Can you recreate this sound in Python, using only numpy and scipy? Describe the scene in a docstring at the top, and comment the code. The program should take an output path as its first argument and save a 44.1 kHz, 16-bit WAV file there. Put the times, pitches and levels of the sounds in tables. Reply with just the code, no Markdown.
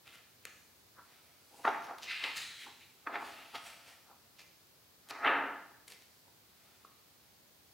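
"""Pages of a large old book are turned by hand, close to the microphone, in a quiet but live room. First a page
edge brushes the fingers. Near 1.7 s the sheet buckles with dull snaps, and from 2.1 s it slides over its
neighbour with a hiss. More snaps and a softer slide follow from 3.1 s. Near 5.3 s a page is let go and flops
over; faint brushes and fingers rubbing the paper end the scene. The room rings on after every sound, over a
steady rumble and microphone hiss."""
import sys
import numpy as np
from scipy import signal
from scipy.fft import rfft, irfft, next_fast_len
from scipy.io import wavfile

SR = 44100
rng = np.random.default_rng(int(sys.argv[2]) if len(sys.argv) > 2 else 0)


def store_wav(level_fs):
    """Save 16-bit WAV to argv[1]."""
    pcm = np.round(np.clip(np.atleast_2d(level_fs), -1, 1) * 32767)
    wavfile.write(sys.argv[1], SR, pcm.T.astype(np.int16))


N = 340893
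TIME_S = np.arange(N) / SR

# A bent sheet buckles. Each row: peak time in seconds, level in dB, centre in Hz, width in octaves,
# decay in seconds.
BUCKLE_EVENTS = [ (0.991, -54, 1270, 0.7, 0.021), (1.541, -60, 760, 0.6, 0.027),
                 (1.597, -54.5, 800, 0.78, .016), (1.6513, -25, 1220, 1.04, 0.0054),
                 (1.677, -23, 1110, 1.18, 0.0094), (1.901, -43, 1000, 1.32, 0.033),
                 (2.2401, -29.5, 2500, 1.47, 0.0037), (2.248, -44.5, 1110, 0.65, 0.029),
                 (2.278, -63, 2390, 1.3, 0.0021), (2.316, -36, 2300, 1.1, 0.0016),
                 (2.671, -48.5, 806, 1.4, 0.017), (3.0718, -30, 1420, 1.14, 0.0045),
                 (3.095, -44, 1000, 1.2, .02), (3.145, -40.5, 1170, 2.24, 0.015),
                 (3.156, -37.5, 1120, 1.95, 0.014), (3.215, -47, 970, 1.5, 0.061),
                 (3.549, -42.5, 760, 1.4, 0.01), (4.103, -59, 1000, 0.78, 0.032),
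                 (5.111, -46.5, 1150, 1.4, 0.012), (5.151, -47, 1140, 1.65, 0.044),
                 (5.248, -28, 1520, 1.3, 0.0066), (5.273, -32, 2790, 0.62, 0.0045),
                 (5.75, -62, 1640, 0.29, .015), (6.279, -66.5, 770, .6, .02),
                 (6.8485, -45.5, 1190, 0.43, 0.0017)]
# A sheet slides over the next; the faint rows near 1.1, 1.6 and 6.65 s are fingers rubbing the paper. # Each
# row: peak time in seconds, level in dB, decay in seconds, relative hiss in dB, name of the rub colour.
SLIDE_EVENTS = [ (1.12, -67.5, 0.28, -7.5, "broad"), (1.58, -71, 0.21, 5.5, "broad"),
                (2.109, -37.5, 0.086, -23, "narrow"), (2.25, -40, 0.067, -20.5, "narrow"),
                (2.37, -42, 0.021, -6.5, "bright"), (2.422, -48, 0.11, -9, "bright"),
                (2.615, -52, 0.065, -13.5, "narrow"), (2.815, -61, 0.036, -12, "narrow"),
                (3.267, -52.5, 0.28, -11, "broad"), (3.554, -42, .02, -19.5, "broad"),
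                (3.668, -54.5, 0.07, -3, "broad"), (3.882, -62, 0.064, -4, "broad"),
                (6.65, -71.5, .45, -6, "broad")]
# A page edge brushes past. Each row: peak time in seconds, level in dB, centre in Hz, decay in seconds,
# relative hiss in dB.
BRUSH_EVENTS = [ (0.073, -55.5, 2300, 0.041, -13), (0.141, -57.5, 2300, 0.037, -8.5),
                (0.453, -34, 2560, .001, -4), (0.47, -57, 2000, .05, -22), (1.663, -54, 3900, 0.067, -7),
                (1.836, -57.5, 4000, 0.049, -7), (1.984, -50.5, 3600, 0.0057, -6.5),
                (2.032, -44.5, 3870, .024, -10.5), (4.394, -52.5, 3400, 0.022, -11),
                (5.088, -51, 2730, 0.0024, -2), (5.099, -48, 2750, .005, -4.5),
                (5.107, -40, 2800, .005, -12.5), (5.881, -53.5, 2550, 0.011, 0),
                (5.911, -52, 3250, 0.025, -5), (6.022, -56.5, 3600, .003, -10)]
# Narrow resonances heard as a brief ring. 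Each row: frequency in Hz, width in Hz, relative gain in dB.
RING_MODES = [(685, 22, 0.5), (717, 33, 7.5), (815.4, 18, 12.5), (825, 140, 3), (895, 29, 8.5),
              (1133, 21, -18), (1158, 46, 1), (1259, 39, 11.5), (1379, 34, 7.5), (1516, 17, -2.5),
              (1607, 9, -12.5), (1600, 13, -0.5), (1704, 23, 8), (1806, 22, -2.5), (1930, 19, 1.5),
              (2054, 34, 3.5), (2380, 110, 1), (2600, 45, -2.5), (2780, 61.5, -14)]
# Colours of a slide's rub and hiss. Each row: frequency in Hz, relative level in dB.
NARROW_RUB_DB = [(400, -44), (1000, -18), (1500, -6), (2000, 3), (2450, 5), (3200, -2), (4000, -1),
                 (5000, -11.5), (6500, -28), (10000, -48)]
BRIGHT_RUB_DB = [(300, -22.5), (800, -24), (1300, -10.5), (1800, -3.5), (2500, -6.5), (3000, -2.5),
                 (4100, 0.5), (5500, -15), (8000, -15), (11000, -49)]
BROAD_RUB_DB = [(150, -24), (270, -7), (430, -11.5), (650, 2.5), (1000, -6.5), (1270, 0.5), (1700, -1.5),
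                (2500, 1.5), (4500, -5), (8000, -39), (11000, -27)]
SLIDE_HISS_DB = [(3500, -25.5), (5500, -13.5), (6700, -14), (7800, -13), (9100, -15), (10300, -12.5),
                 (11800, -19.5), (15500, -22)]
# Colours of the flop's flap and crinkle. Each row: frequency in Hz, relative level in dB.
FLAP_COLOUR_DB = [(30, -60), (130, -26.5), (200, -17.5), (240, -7), (400, -3.5), (580, -4.5), (780, -7),
                  (1050, -3), (1300, -2.5), (1700, -0.5), (2100, -6.5), (2900, -30), (4000, -55.5)]
CRINKLE_COLOUR_DB = [(1200, -26), (1800, -1.5), (2150, -3), (2800, -2.5), (3300, -14.5), (4000, -19),
                     (4800, -36), (6000, -82), (9000, -47)]
# Room decay. Each row: frequency in Hz, time to fall 60 dB in seconds.
ROOM_T60_S = [(150, 1.5), (400, 0.68), (1040, 0.8062), (2760, 0.59), (7000, 1.23), (15000, 2.05)]
# Colours of the room's tail and of the noise floor. Each row: frequency in Hz, relative level in dB.
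TAIL_COLOUR_DB = [(100, 7.5), (260, -1), (900, 0), (2500, 1), (6000, -2), (15000, -15)]
FLOOR_COLOUR_DB = [(22, -30), (38, -20.5), (50, -15), (64, 2), (110, 4.5), (180, 1.5), (400, -1),
                   (1000, -5), (2800, -8.5), (4400, -5.5), (6200, -9.5), (9000, -12), (12000, -10),
                   (15500, -7.5)]
# Stereo width of the noise floor. Each row: frequency in Hz, side relative to mid in dB.
FLOOR_SIDE_DB = [(60, -7), (180, -6), (550, -3.5), (1650, -1), (4970, -1), (15000, -1)]

HARD_BUCKLE_DB = -21.5   # reference for ring, crack and settling


def buckles():
    """A fold pops in a band set by its size, with a crack above and a thud of the whole sheet below."""
    out, texture = np.zeros(N), fibre_slips(spread_db=2, rate_hz=600)
    for peak_s, db, hz, octaves, rise_s, decay_s in buckles_with_settling():
        span, force, force_rms = slip_burst(texture, peak_s, rise_s, decay_s, snap=3.3)
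        hardness_db = db - HARD_BUCKLE_DB
        fold = band(force, *band_edges_hz(hz, octaves), order=3)
        pop = unit_rms(short_ring(fold, ring_db=-3 + 0.28 * hardness_db))
        crack = unit_rms(band(force, low_hz=2160, top_hz=3500, order=3))
        thud = unit_rms(band(force, low_hz=270, top_hz=696, order=3))
        crack_gain = from_db(-16.5 + 0.42 * hardness_db)
        thud_gain = from_db(-8.5 - 11 * np.log2(hz / 1000))   # small, high folds shake the sheet less
        out[span] += from_db(db) * force_rms * (pop + crack_gain * crack + thud_gain * thud)
    return out


def buckles_with_settling():
    """Each buckle, then the softer flutter as the sheet settles; hard buckles shake it much more."""
    delay_s, flutter_rise_s, flutter_decay_s = 0.057, 0.022, 0.06
    flutter_hz, flutter_octaves = 1205, 1.7
    for peak_s, db, hz, octaves, decay_s in BUCKLE_EVENTS:
        yield peak_s, db, hz, octaves, 0.66 * decay_s, decay_s
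        flutter_db = -42 + 1.67 * (db - HARD_BUCKLE_DB)
        yield peak_s + delay_s, flutter_db, flutter_hz, flutter_octaves, flutter_rise_s, flutter_decay_s


def flop(peak_s=5.265, landing_s=0.29):
    """The free page unrolls in dense soft buckles; the air pocket under it adds a hollow note."""
    t_s = TIME_S - peak_s
    landing_fade = np.exp(-(t_s / landing_s) ** 2)
    flap_gain = from_db(-28) * swell(t_s, rise_s=0.026, decay_s=0.23) * landing_fade
    flap_noise = coloured(fibre_slips(spread_db=0.4, rate_hz=440), FLAP_COLOUR_DB)
    flap = flap_gain * unit_rms(short_ring(flap_noise, ring_db=-3))
    crinkle_gain = from_db(-33) * swell(t_s, rise_s=0.014, decay_s=0.086)
    crinkle_noise = coloured(fibre_slips(spread_db=1, rate_hz=600), CRINKLE_COLOUR_DB)
    air_pocket = from_db(8) * resonance(flap, hz=280, width_hz=7)
    return flap + air_pocket + crinkle_gain * unit_rms(crinkle_noise)


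def slides():
    """Paper on paper, or fingers on paper, in dense fine slips: a mid rub from the sheet, a hiss from its edge."""
    friction = moving_contact(fibre_slips(spread_db=1, rate_hz=700), depth=0.56)
    rubbing = short_ring(friction, ring_db=-12.5)
    hiss = unit_rms(coloured(friction, SLIDE_HISS_DB))
    colours = {"narrow": NARROW_RUB_DB, "bright": BRIGHT_RUB_DB, "broad": BROAD_RUB_DB}
    rubs = {name: unit_rms(coloured(rubbing, colour)) for name, colour in colours.items()}
    out = np.zeros(N)
    for peak_s, db, decay_s, hiss_db, name in SLIDE_EVENTS:
        envelope = swell(TIME_S - peak_s, 0.33 * decay_s, decay_s)
        out += from_db(db) * envelope * (rubs[name] + from_db(hiss_db) * hiss)
    return out


def moving_contact(x, depth):
    """As the line of contact moves, narrow peaks and dips come and go in the scrape."""
    centres_hz = np.geomspace(1900, 14000, 12)
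    return x + depth * sum(drift(rate_hz=7.6) * resonance(x, hz, 0.039 * hz) for hz in centres_hz)


def brushes():
    """A page edge scratches the fingers, with fine hiss above and a little sheet body below."""
    out, texture = np.zeros(N), fibre_slips(spread_db=4, rate_hz=900)
    for peak_s, db, hz, decay_s, hiss_db in BRUSH_EVENTS:
        span, force, force_rms = slip_burst(texture, peak_s, 0.37 * decay_s, decay_s, snap=1.5)
        edge = band(force, *band_edges_hz(hz, octaves=1.66), order=3)
        scratch = unit_rms(short_ring(edge, ring_db=-2.5))
        hiss = from_db(hiss_db) * unit_rms(band(force, low_hz=6440, top_hz=12300))
        body = from_db(-11.5) * unit_rms(band(force, low_hz=392, top_hz=1240))
        out[span] += from_db(db) * force_rms * (scratch + hiss + body)
    return out


def fibre_slips(spread_db, rate_hz):
    """Paper fibres catch and let go: noise whose strength jumps from slip to slip."""
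    slip_index = np.cumsum(rng.random(N) < rate_hz / SR)
    strength = from_db(spread_db * np.clip(rng.standard_normal(SR), -2, 2))
    return unit_rms(rng.standard_normal(N) * strength[slip_index % SR])


def slip_burst(texture, peak_s, rise_s, decay_s, snap):
    """Slips swell to one sudden give and fade; returns sample span, force and envelope rms."""
    start_s, end_s = max(peak_s - 6 * rise_s, 0), peak_s + 6 * decay_s + 0.12
    span = slice(int(start_s * SR), int(end_s * SR))
    envelope = swell(TIME_S[span] - peak_s, rise_s, decay_s)
    force = envelope * texture[span]
    force[np.argmax(envelope)] += snap
    return span, force, np.sqrt(np.mean(envelope ** 2))


def short_ring(x, ring_db):
    """Narrow resonances that add a brief ring to the paper sounds."""
    return x + sum(from_db(db + ring_db) * resonance(x, hz, width_hz) for hz, width_hz, db in RING_MODES)


def room_reverb(x, side_db):
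    """The room's reflections: a nearly centred stereo tail, one second long."""
    send = coloured(x, TAIL_COLOUR_DB)
    mid, side = (signal.oaconvolve(send, diffuse_tail(TIME_S[:SR]))[:N] for _ in range(2))
    return mid + from_db(side_db) * side * [[1], [-1]]


def diffuse_tail(t_s, onset_s=0.0013):
    """Dense reflections, each octave dying at its own rate; unit energy."""
    white, edges_hz = rng.standard_normal((2, len(t_s))), np.geomspace(90, 18000, 9)
    tail = np.zeros(len(t_s))
    for k, (low_hz, top_hz) in enumerate(zip(edges_hz, edges_hz[1:])):
        t60_s = at_hz(ROOM_T60_S, np.sqrt(low_hz * top_hz))
        tail += band(white[k % 2], low_hz, top_hz) * from_db(-60 * t_s / t60_s)
    return unit_rms(tail * (1 - np.exp(-t_s / onset_s))) / np.sqrt(len(t_s))


def room_tone(mid_db):
    """Low rumble, mostly shared by both sides, under the microphone's own hiss."""
    mid, side = (unit_rms(coloured(white, FLOOR_COLOUR_DB)) for white in rng.standard_normal((2, N)))
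    return from_db(mid_db) * (mid + coloured(side, FLOOR_SIDE_DB) * [[1], [-1]])


def swell(t_s, rise_s, decay_s):
    """Exponential rise to one at time zero, then exponential decay."""
    return np.exp(np.minimum(t_s / rise_s, -t_s / decay_s))


def drift(rate_hz):
    """Slow random wander, unit rms."""
    steps = rng.standard_normal(int(TIME_S[-1] * 40) + 2)
    return unit_rms(np.interp(TIME_S * rate_hz, np.arange(len(steps)), steps))


def resonance(x, hz, width_hz):
    """Two-pole resonator, unit peak gain."""
    radius, angle_rad = np.exp(-np.pi * width_hz / SR), 2 * np.pi * hz / SR
    gain = (1 - radius ** 2) / 2
    return signal.lfilter([gain, 0, -gain], [1, -2 * radius * np.cos(angle_rad), radius ** 2], x + 1e-18)


def band(x, low_hz, top_hz, order=2):
    """Causal band-pass."""
    top_hz = np.clip(top_hz, low_hz + 50, 0.45 * SR)
    return signal.sosfilt(signal.butter(order, [low_hz, top_hz], "band", fs=SR, output="sos"), x)


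def band_edges_hz(centre_hz, octaves):
    """Low and top edge of a band."""
    return centre_hz * 2 ** (-octaves / 2), centre_hz * 2 ** (octaves / 2)


def coloured(x, colour_db):
    """Zero-phase filter from a colour table."""
    size = next_fast_len(len(x), True)
    gain = from_db(at_hz(colour_db, np.fft.rfftfreq(size, 1 / SR)))
    return irfft(rfft(x, size) * gain, size)[:len(x)]


def at_hz(table, hz):
    """Interpolate a table along log frequency."""
    table_hz, values = np.transpose(table)
    return np.interp(np.log(np.maximum(hz, 1)), np.log(table_hz), values)


def from_db(db):
    """Decibels to gain."""
    return 10 ** (np.asarray(db) / 20)


def unit_rms(x):
    """Scale to an rms of one."""
    return x / np.sqrt(np.mean(x ** 2) + 1e-20)


def scene():
    """All paper sounds come from near the middle and excite the room."""
    snaps, edges, rubs, fall = buckles(), brushes(), slides(), flop()
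    direct = (snaps + edges + rubs + fall) * from_db([[0.15], [-0.15]])
    send = from_db(-4) * snaps + from_db(-1) * edges + from_db(-4.5) * rubs + from_db(-9.5) * fall
    return direct + room_reverb(send, side_db=-7.5) + room_tone(mid_db=-65)


def record(dry):
    """Steep low-pass on the top treble."""
    cutoff_hz = 15800
    return signal.sosfilt(signal.ellip(12, 0.1, 80, cutoff_hz, fs=SR, output="sos"), dry)


dry = scene()
out = record(dry)
store_wav(out)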